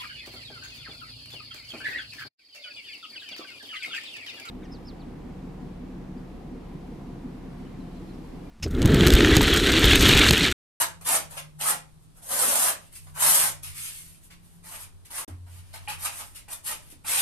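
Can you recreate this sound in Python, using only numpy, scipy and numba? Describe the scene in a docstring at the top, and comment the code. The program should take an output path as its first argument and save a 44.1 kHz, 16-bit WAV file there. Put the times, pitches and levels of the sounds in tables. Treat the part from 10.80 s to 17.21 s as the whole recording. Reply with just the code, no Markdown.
"""Tiler in a bare plastered room

A few metres from two microphones, a notched steel trowel combs sandy mortar onto the wall: sand cracks, steel
rasps and wet mortar drags as the blade sticks and slips. The sound drops out for a moment; after a dull thump,
the tiler scrapes one trowel with another over the bucket and the blades clink. Low rumble from outdoors booms
in the room; each microphone has its own treble resonance."""
import sys
import numpy as np
from scipy import signal
from scipy.fft import rfft, irfft, next_fast_len
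from scipy.io import wavfile
from scipy.ndimage import uniform_filter1d
from numba import njit

SR = 44100
rng = np.random.default_rng(int(sys.argv[2]) if len(sys.argv) > 2 else 0)


def log_audio(samples):
    """Write samples as a 16-bit WAV file to the path given in sys.argv[1]."""
    # one column per channel
    frames = np.atleast_2d(samples).T
    # limit to full scale, then quantise
    limited = np.clip(frames, -1, 1)
    pcm = np.round(limited * 32767).astype(np.int16)
    wavfile.write(sys.argv[1], SR, pcm)


N = 282681
TIME = np.arange(N) / SR


def from_db(db):
    """Decibels to gain."""
    return 10 ** (np.asarray(db) / 20)


def unit_power(x):
    """Scale to a mean square of one."""
    return x / np.sqrt(np.mean(x ** 2) + 1e-20)


def decay(t, t60):
    """A fade that loses 60 dB in t60 seconds."""
    return np.exp(-np.log(1000) * t / t60)


def in_time(curve):
    """Read a (time, value) curve at every sample."""
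    return np.interp(TIME, *np.transpose(curve))


def at_hz(curve, hz):
    """Read a (frequency, value) curve on a log-frequency axis."""
    frequencies, values = np.transpose(curve)
    return np.interp(np.log(np.maximum(hz, 1)), np.log(frequencies), values)


def colour(x, spectrum):
    """Filter a steady signal by a spectral shape, then scale it to unit power."""
    size = next_fast_len(N)
    gain = from_db(at_hz(spectrum, np.arange(size // 2 + 1) * SR / size))
    return unit_power(irfft(rfft(x, size) * gain, size)[..., :N])


def drift(rate_hz):
    """Smooth random wander with a spread of about one."""
    hop, settle = 40, 2000
    pole = np.exp(-2 * np.pi * rate_hz * hop / SR)
    noise = rng.standard_normal(N // hop + settle + 2)
    slow = signal.lfilter([1], [1, -2 * pole, pole * pole], noise)[settle:]
    return np.interp(np.arange(N) / hop, np.arange(len(slow)), unit_power(slow))


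# Spectral shape of the empty room's air: (frequency [Hz], relative level [dB])
AIR_SPECTRUM = [(15, 0), (35, 6.5), (60, -1), (120, 0), (200, -9.5), (320, -13), (500, -20), (1000, -21.5),
                (2000, -29.5), (4000, -28.5), (14000, -43.5)]


def still_air(level_db):
    """Room tone: steady, deep noise, separate at each microphone."""
    return from_db(level_db) * colour(rng.standard_normal((2, N)), AIR_SPECTRUM)


def hum(hz, wander_hz, waver_db, apart_rad):
    """A wavering low tone stands in the room and meets the two microphones out of step."""
    phase = 2 * np.pi * np.cumsum(hz + wander_hz * drift(8.7)) / SR
    tone = np.sin([phase, phase + apart_rad])
    return unit_power(tone * from_db(waver_db * drift(12)))


# Pitch of the engine outdoors: (time [s], frequency [Hz])
ENGINE_PITCH = [(0, 160), (.3, 168), (.6, 153), (1.0, 154), (1.4, 163), (2.0, 168), (2.25, 152), (2.6, 156),
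                (2.9, 140), (3.3, 165), (3.8, 171), (4.4, 152), (5.2, 150), (6.4, 165)]
# The engine as heard indoors: (time [s], level [dB])
ENGINE_LEVEL = [(0, -53.5), (.5, -56), (.65, -48), (1, -51.5), (1.2, -56.5), (1.6, -66.5), (2.15, -69),
                (2.23, -49.5), (2.45, -54.5), (2.8, -54.5), (3.4, -61), (3.72, -55), (4.2, -71),
                (5.02, -64.5), (5.11, -55.5), (5.4, -91), (5.95, -70), (6.41, -64)]


def far_engine():
    """An engine drones in the distance, rising and falling."""
    drone = hum(in_time(ENGINE_PITCH), wander_hz=2.5, waver_db=4.0, apart_rad=1.0)
    return from_db(in_time(ENGINE_LEVEL)) * drone


# The room's boom at the microphones: (time [s], level [dB])
BOOM_LEVEL = [(0, -54), (.45, -51.5), (.75, -68), (1.4, -82), (2.1, -69), (2.33, -41.5), (2.52, -55),
              (2.72, -46), (3.5, -65.5), (4.2, -50.5), (4.42, -74), (4.8, -53), (4.92, -49.5), (5.15, -45),
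              (5.65, -62), (6.41, -52.5)]
BOOM_HZ = 89


def room_boom():
    """Outdoor rumble booms in a low mode of the room."""
    return from_db(in_time(BOOM_LEVEL)) * hum(BOOM_HZ, wander_hz=2.39, waver_db=3.0, apart_rad=2.23)


def boom_swell(start_s, attack_s, length_s, release_s, level_db, sag_db_per_s):
    """A tone at the pitch of the boom swells after the first knock, sags and dies away."""
    age = np.maximum(TIME - start_s, 0)
    envelope = np.minimum(age / attack_s, 1) * np.exp(-np.maximum(age - length_s, 0) / release_s)
    tone = hum(BOOM_HZ, wander_hz=0.49, waver_db=3.0, apart_rad=0.095)
    return from_db(level_db - sag_db_per_s * age) * envelope * tone


# Dull knocks of feet and bucket: (time [s], gain [dB])
KNOCKS = [(4.48, 1), (6.126, -10)]
# Low modes that a knock rings: (frequency [Hz], level [dB], t60 [s])
KNOCK_MODES = [(129, -56, 0.94), (181, -78, 0.41), (239, -50, 0.38), (270, -54, 0.43), (296, -45, 0.27),
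               (311, -52.5, 0.21), (357, -53.5, 0.27)]


def knocks(scuff_db, scuff_s):
    """Each knock rings low modes, alike at both microphones, with a short scuff of dust."""
    out = np.zeros((2, N))
    dust_spectrum = [(200, -1.5), (900, -2), (1600, -38), (5000, -21), (14000, -26)]
    dust = colour(rng.standard_normal((2, N)), dust_spectrum)
    for start_s, blow_db in KNOCKS:
        at = int(start_s * SR)
        t = TIME[:N - at]
        ring = sum(from_db(db) * np.sin(2 * np.pi * hz * t) * decay(t, t60)
                   for hz, db, t60 in KNOCK_MODES)
        scuff = from_db(scuff_db) * dust[:, at:] * np.exp(-t / scuff_s)
        out[:, at:] += from_db(blow_db) * (ring + scuff)
    return out


# Reverberation between the bare plaster walls: (frequency [Hz], t60 [s])
PLASTER_T60 = [(250, 0.47), (800, 0.27), (2000, 0.29), (5500, 0.25), (12000, 0.17)]


def room(x, direct_db, early_db, tail_db, early_s, echoes_per_s):
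    """From a few metres off: weak direct sound, a spray of wall echoes and a diffuse tail."""
    size, hop, pool = 12000, 1800, 2 * SR  # samples
    t, edges_hz = TIME[:size], np.geomspace(100, 18000, 7)
    bands, fades = [], []
    for low, high in zip(edges_hz, edges_hz[1:]):
        bandpass = signal.butter(2, (low, high), "band", fs=SR, output="sos")
        bands.append(signal.sosfilt(bandpass, rng.standard_normal((2, pool))))
        fades.append(decay(t, at_hz(PLASTER_T60, np.sqrt(low * high))))
    echoes = rng.choice([-1, 1], (2, pool)) * (rng.random((2, pool)) < echoes_per_s / SR)
    out = np.zeros((2, N + 2 * hop + size))
    # each position of the blade has its own echoes; neighbouring positions cross-fade
    for centre in range(0, N + hop - 1, hop):
        start = rng.integers(pool - size)
        tail = sum(band[:, start:start + size] * fade for band, fade in zip(bands, fades))
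        early = echoes[:, start:start + size] * np.exp(-t / early_s)
        response = sum(from_db(db) * part / np.linalg.norm(part, axis=1, keepdims=True)
                       for db, part in [(tail_db, tail), (early_db, early)])
        # the direct sound reaches the two microphones a few samples apart
        response[[0, 1], rng.integers(0, 24, 2)] += from_db(direct_db)
        span = np.arange(max(centre - hop, 0), min(centre + hop, N))
        piece = x[span] * np.cos(np.pi / 2 * (span - centre) / hop)
        wet = signal.fftconvolve(piece[None], response, axes=1)
        out[:, span[0]:span[0] + wet.shape[1]] += wet
    return out[:, :N]


# The two blades meet over the bucket: (time [s], gain [dB])
BLADE_CLINKS = [(5.075, -1), (5.1, -4), (5.258, -3.5), (5.684, -19), (6.245, -14), (6.368, 0.5)]
# Modes of the hand-held blade: (frequency [Hz], relative level [dB], t60 [s])
STEEL_MODES = [(842, -29, 0.08), (1240, -45, 0.056), (1910, -29.5, 0.029), (2442, -23, 0.028),
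               (2624, -29.5, 0.058), (2760, -28, 0.036), (3140, -35, 0.039)]


def clinks(rise_s, vary_db):
    """Steel meets steel through a film of mortar; each meeting rings the modes differently."""
    out, t = np.zeros(N), TIME[:SR // 4]
    rise = 1 - np.exp(-t / rise_s)
    for start_s, blow_db in BLADE_CLINKS:
        ring = np.zeros(len(t))
        for hz, db, t60 in STEEL_MODES:
            gain = from_db(blow_db + db + vary_db * rng.normal())
            ring += gain * np.sin(2 * np.pi * (hz * t + rng.random())) * decay(t, t60)
        at = int(start_s * SR)
        out[at:at + len(t)] += (rise * ring)[:N - at]
    return out


# The blade touches down: (time [s], grit level [dB], rasp level [dB], drag level [dB])
BLADE_TOUCHES = [(0.21, -53, -53.5, -48), (0.57, -41.5, -34, -35.5), (0.805, -51, -30, -46),
                 (1.224, -66.5, -90, -80), (2.266, -71, -56.5, -52), (2.828, -42, -41.5, -55),
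                 (3.504, -64, -44, -54), (4.251, -55, -50, -74), (4.665, -66, -60, -54),
                 (4.939, -54, -46, -42), (5.081, -47, -37, -41), (5.254, -40, -34, -34.5),
                 (5.403, -47, -40, -42), (5.683, -46.5, -49, -42.5), (5.862, -36, -55, -44),
                 (6.247, -50, -54, -41.5)]


def touches(cushion_s):
    """Power of grit, rasp and drag as mortar cushions each touch: a quick swell and fade."""
    power = np.zeros((3, N))
    for time_s, *levels_db in BLADE_TOUCHES:
        at = int((time_s - cushion_s) * SR)
        age = TIME[:min(SR // 8, N - at)] / cushion_s
        power[:, at:at + len(age)] += from_db(levels_db)[:, None] ** 2 * age ** 2 * np.exp(-age)
    return power


# Strokes along the wall, across the room: (time [s], length [s], attack [s],
# grit level [dB], rasp level [dB], drag level [dB], swell from start to end [dB])
WALL_COMBING = [(-.1, 0.11, .03, -21, -24.5, -22, -5), (0.234, .12, 0.042, -29.5, -34, -31, 5.5),
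                (.487, 0.078, 0.024, -52.5, -55.5, -52.5, 0.5), (0.777, 0.13, 0.043, -33.5, -39.5, -35, 11),
                (1.335, 0.057, 0.035, -62, -67, -60.5, -3), (1.406, 0.18, 0.02, -46.5, -56, -50.5, 15),
                (1.471, 0.42, 0.049, -31, -37.5, -32.5, 4.5), (1.99, 0.093, .03, -65, -64, -69, -5),
                (2.1, 0.065, .025, -56.5, -59, -82, 17), (2.203, 0.11, 0.023, -64, -69, -81, -5),
                (2.328, 0.073, 0.052, -44.5, -46, -42.5, 2.5),
                (2.371, 0.2723, 0.061, -26.5, -32.5, -29.5, -2), (2.643, 0.047, 0.02, -34.5, -45, -44, -4),
                (2.832, 0.11, 0.028, -52, -49, -61, -16), (2.934, 0.16, .03, -44, -45, -75, -1),
                (3.1, 0.28, .03, -56, -58, -85, -21), (3.397, 0.063, 0.043, -60, -66, -79, -3),
                (3.616, 0.17, 0.019, -70.5, -72, -74, -6), (3.817, .14, 0.03, -52.5, -53.5, -53.5, 15),
                (3.971, 0.061, 0.023, -51, -53, -56, 1), (4.286, 0.12, 0.028, -44.5, -48.5, -44, 9.5)]
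# Blade wiped along blade over the bucket: same columns
BUCKET_WIPES = [(4.478, 0.043, .005, -77, -64, -58.5, -8), (4.67, 0.12, .03, -63, -61.5, -66, 7),
                (4.81, 0.3, 0.019, -70.5, -62.5, -66, 4), (4.925, 0.033, 0.016, -53, -45, -58, -6),
                (5.076, .05, 0.016, -45, -41.5, -45.5, -4.5), (5.165, 0.093, 0.03, -45, -47.5, -48, 24),
                (5.3, 0.1, 0.012, -48.5, -54, -52, 7), (5.43, 0.11, .015, -61.5, -65, -67.5, -10),
                (5.54, 0.047, 0.021, -50.5, -48.5, -62, -12), (5.69, 0.038, 0.032, -41, -48, -48.5, 8),
                (5.822, 0.096, 0.074, -37, -38.5, -40.5, -3), (5.94, .15, .02, -65.5, -64, -68, 2),
                (6.093, 0.024, 0.017, -54, -55.5, -65, 1), (6.232, .2, 0.097, -32, -31.5, -39, 0)]
# Time constants of the fade as the blade lifts: (grit [s], rasp [s], drag [s])
LIFT_S = [0.0088, 0.016, 0.014]


def strokes(dig_db, dig_s):
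    """Power of grit, rasp and drag as each stroke bites, swells or eases with the arm, and lifts."""
    t = TIME[::20]
    power = np.zeros((3, len(t)))
    for start, length, attack, *levels_db, swell_db in list(WALL_COMBING) + list(BUCKET_WIPES):
        age = t - start
        bite = np.sin(np.pi / 2 * np.clip(age / attack, 0, 1)) ** 2
        # the blade digs deeper as it lands and as it is flicked off; dig_db shifts each layer
        landing = np.exp(-((age - attack) / dig_s) ** 2)
        flick = np.exp(-((age - length) / dig_s) ** 2)
        dig = np.maximum(landing, flick)
        progress = np.clip(age / length, 0, 1)
        pressure = from_db(swell_db * (progress - .5) + np.outer(dig_db, dig - .5))
        lift = np.exp(-np.maximum(age - length, 0) / np.array(LIFT_S)[:, None])
        power += (from_db(levels_db)[:, None] * bite * pressure * lift) ** 2
    return np.array([np.interp(TIME, t, layer) for layer in power])


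def grains(per_s, spread_db):
    """Sand grains crack under the steel at random: many small, a few large."""
    sizes = from_db(spread_db * np.minimum(rng.exponential(1, N), 5))
    signs = rng.choice([-1, 1], N)
    return unit_power(sizes * signs * (rng.random(N) < per_s / SR))


@njit
def damped_blade(force, hz, width_hz):
    """Wet mortar damps the blade into one broad resonance: the speed of a spring of changing stiffness."""
    step, damping = 2 * np.pi * hz / SR, 2 * np.pi * width_hz / SR
    out, position, speed = np.zeros(len(force)), 0., 0.
    for i in range(len(force)):
        speed += force[i] - damping * speed - step[i] * position
        position += step[i] * speed
        out[i] = speed
    return out


# Spectral shapes of sand grit, steel rasp and mortar drag: (frequency [Hz], relative level [dB])
GRIT_SPECTRUM = [(1800, -59.5), (3000, -3), (4000, -4.5), (5500, -2.5), (7000, -0.5), (10000, -1),
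                 (12000, -2.5), (14000, -6.5)]
RASP_SPECTRUM = [(700, -18.5), (1200, -7.5), (1600, -7), (2200, -1.5), (2800, 0), (3500, -4), (5000, -6),
                 (9000, -19)]
DRAG_SPECTRUM = [(60, -9), (200, -0.5), (300, -4), (420, -8), (560, 0), (750, -2.5), (1300, 1.5), (2000, 2),
                 (4000, -17)]
# Blade resonance, sinking midway through long strokes and shifting with grip: (time [s], frequency [Hz])
BLADE_RESONANCE = [(0, 940), (.27, 766), (.9, 830), (1.5, 694), (1.68, 625), (1.87, 875), (2.44, 926),
                   (2.57, 750), (3.0, 1240), (3.95, 890), (4.4, 843), (4.67, 713), (5.1, 988), (5.7, 800),
                   (6.4, 954)]


def trowel(slip_db, slip_hz, lurch_db):
    """The scrape at the blade itself: grit, rasp and drag all follow the steel as it sticks and slips."""
    power = strokes(dig_db=[-0.4, 0.5, 2], dig_s=0.024) + touches(cushion_s=0.0041)
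    grit_gain, rasp_gain, drag_gain = np.sqrt(power)
    slips = unit_power(from_db(slip_db * drift(slip_hz) + lurch_db * drift(25)))
    grit = colour(slips * grains(per_s=5000, spread_db=2.0), GRIT_SPECTRUM)
    rasp = colour(slips * grains(per_s=4000, spread_db=1.5), RASP_SPECTRUM)
    friction = slips * grains(per_s=2500, spread_db=1.5)
    drag = colour(damped_blade(friction, in_time(BLADE_RESONANCE), width_hz=470), DRAG_SPECTRUM)
    return grit_gain * grit + rasp_gain * rasp + drag_gain * drag


def scene():
    """At the microphones: trowels a few metres across the room, over knocks, rumble and still air."""
    blades = trowel(slip_db=3.5, slip_hz=385, lurch_db=0.2) + clinks(rise_s=0.001, vary_db=1.0)
    tiling = room(blades, direct_db=-10.5, early_db=-6.5, tail_db=-2.5, early_s=0.022, echoes_per_s=600)
    air = still_air(level_db=-55)
    thumps = knocks(scuff_db=-45.0, scuff_s=0.02)
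    rumble = far_engine() + room_boom()
    swell = boom_swell(start_s=4.48, attack_s=0.055, length_s=0.31, release_s=0.04,
                       level_db=-38, sag_db_per_s=19.5)
    return air + rumble + swell + thumps + tiling


# Resonances of the left and right microphone ports: (frequency [Hz], width [Hz], boost [dB])
MICROPHONE_PORTS = [(11270, 1440, 16.5), (8850, 940, 16.5)]
SILENCE_START_S, SILENCE_END_S, CUTOFF_HZ = 4.447, 4.478, 14300


def record(dry):
    """Each port rings in the treble; the sound drops out between wall and bucket; the top is cut."""
    channels = []
    for x, (hz, width_hz, boost_db) in zip(dry, MICROPHONE_PORTS):
        ring = signal.lfilter(*signal.iirpeak(hz, hz / width_hz, fs=SR), x)
        channels.append(x + (from_db(boost_db) - 1) * ring)
    audible = (TIME < SILENCE_START_S) | (TIME > SILENCE_END_S)
    gate = uniform_filter1d(audible.astype(float), size=60)
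    lowpass = signal.ellip(12, .1, 80, CUTOFF_HZ, fs=SR, output="sos")
    return signal.sosfilt(lowpass, np.array(channels) * gate)


dry = scene()
out = record(dry)
log_audio(out)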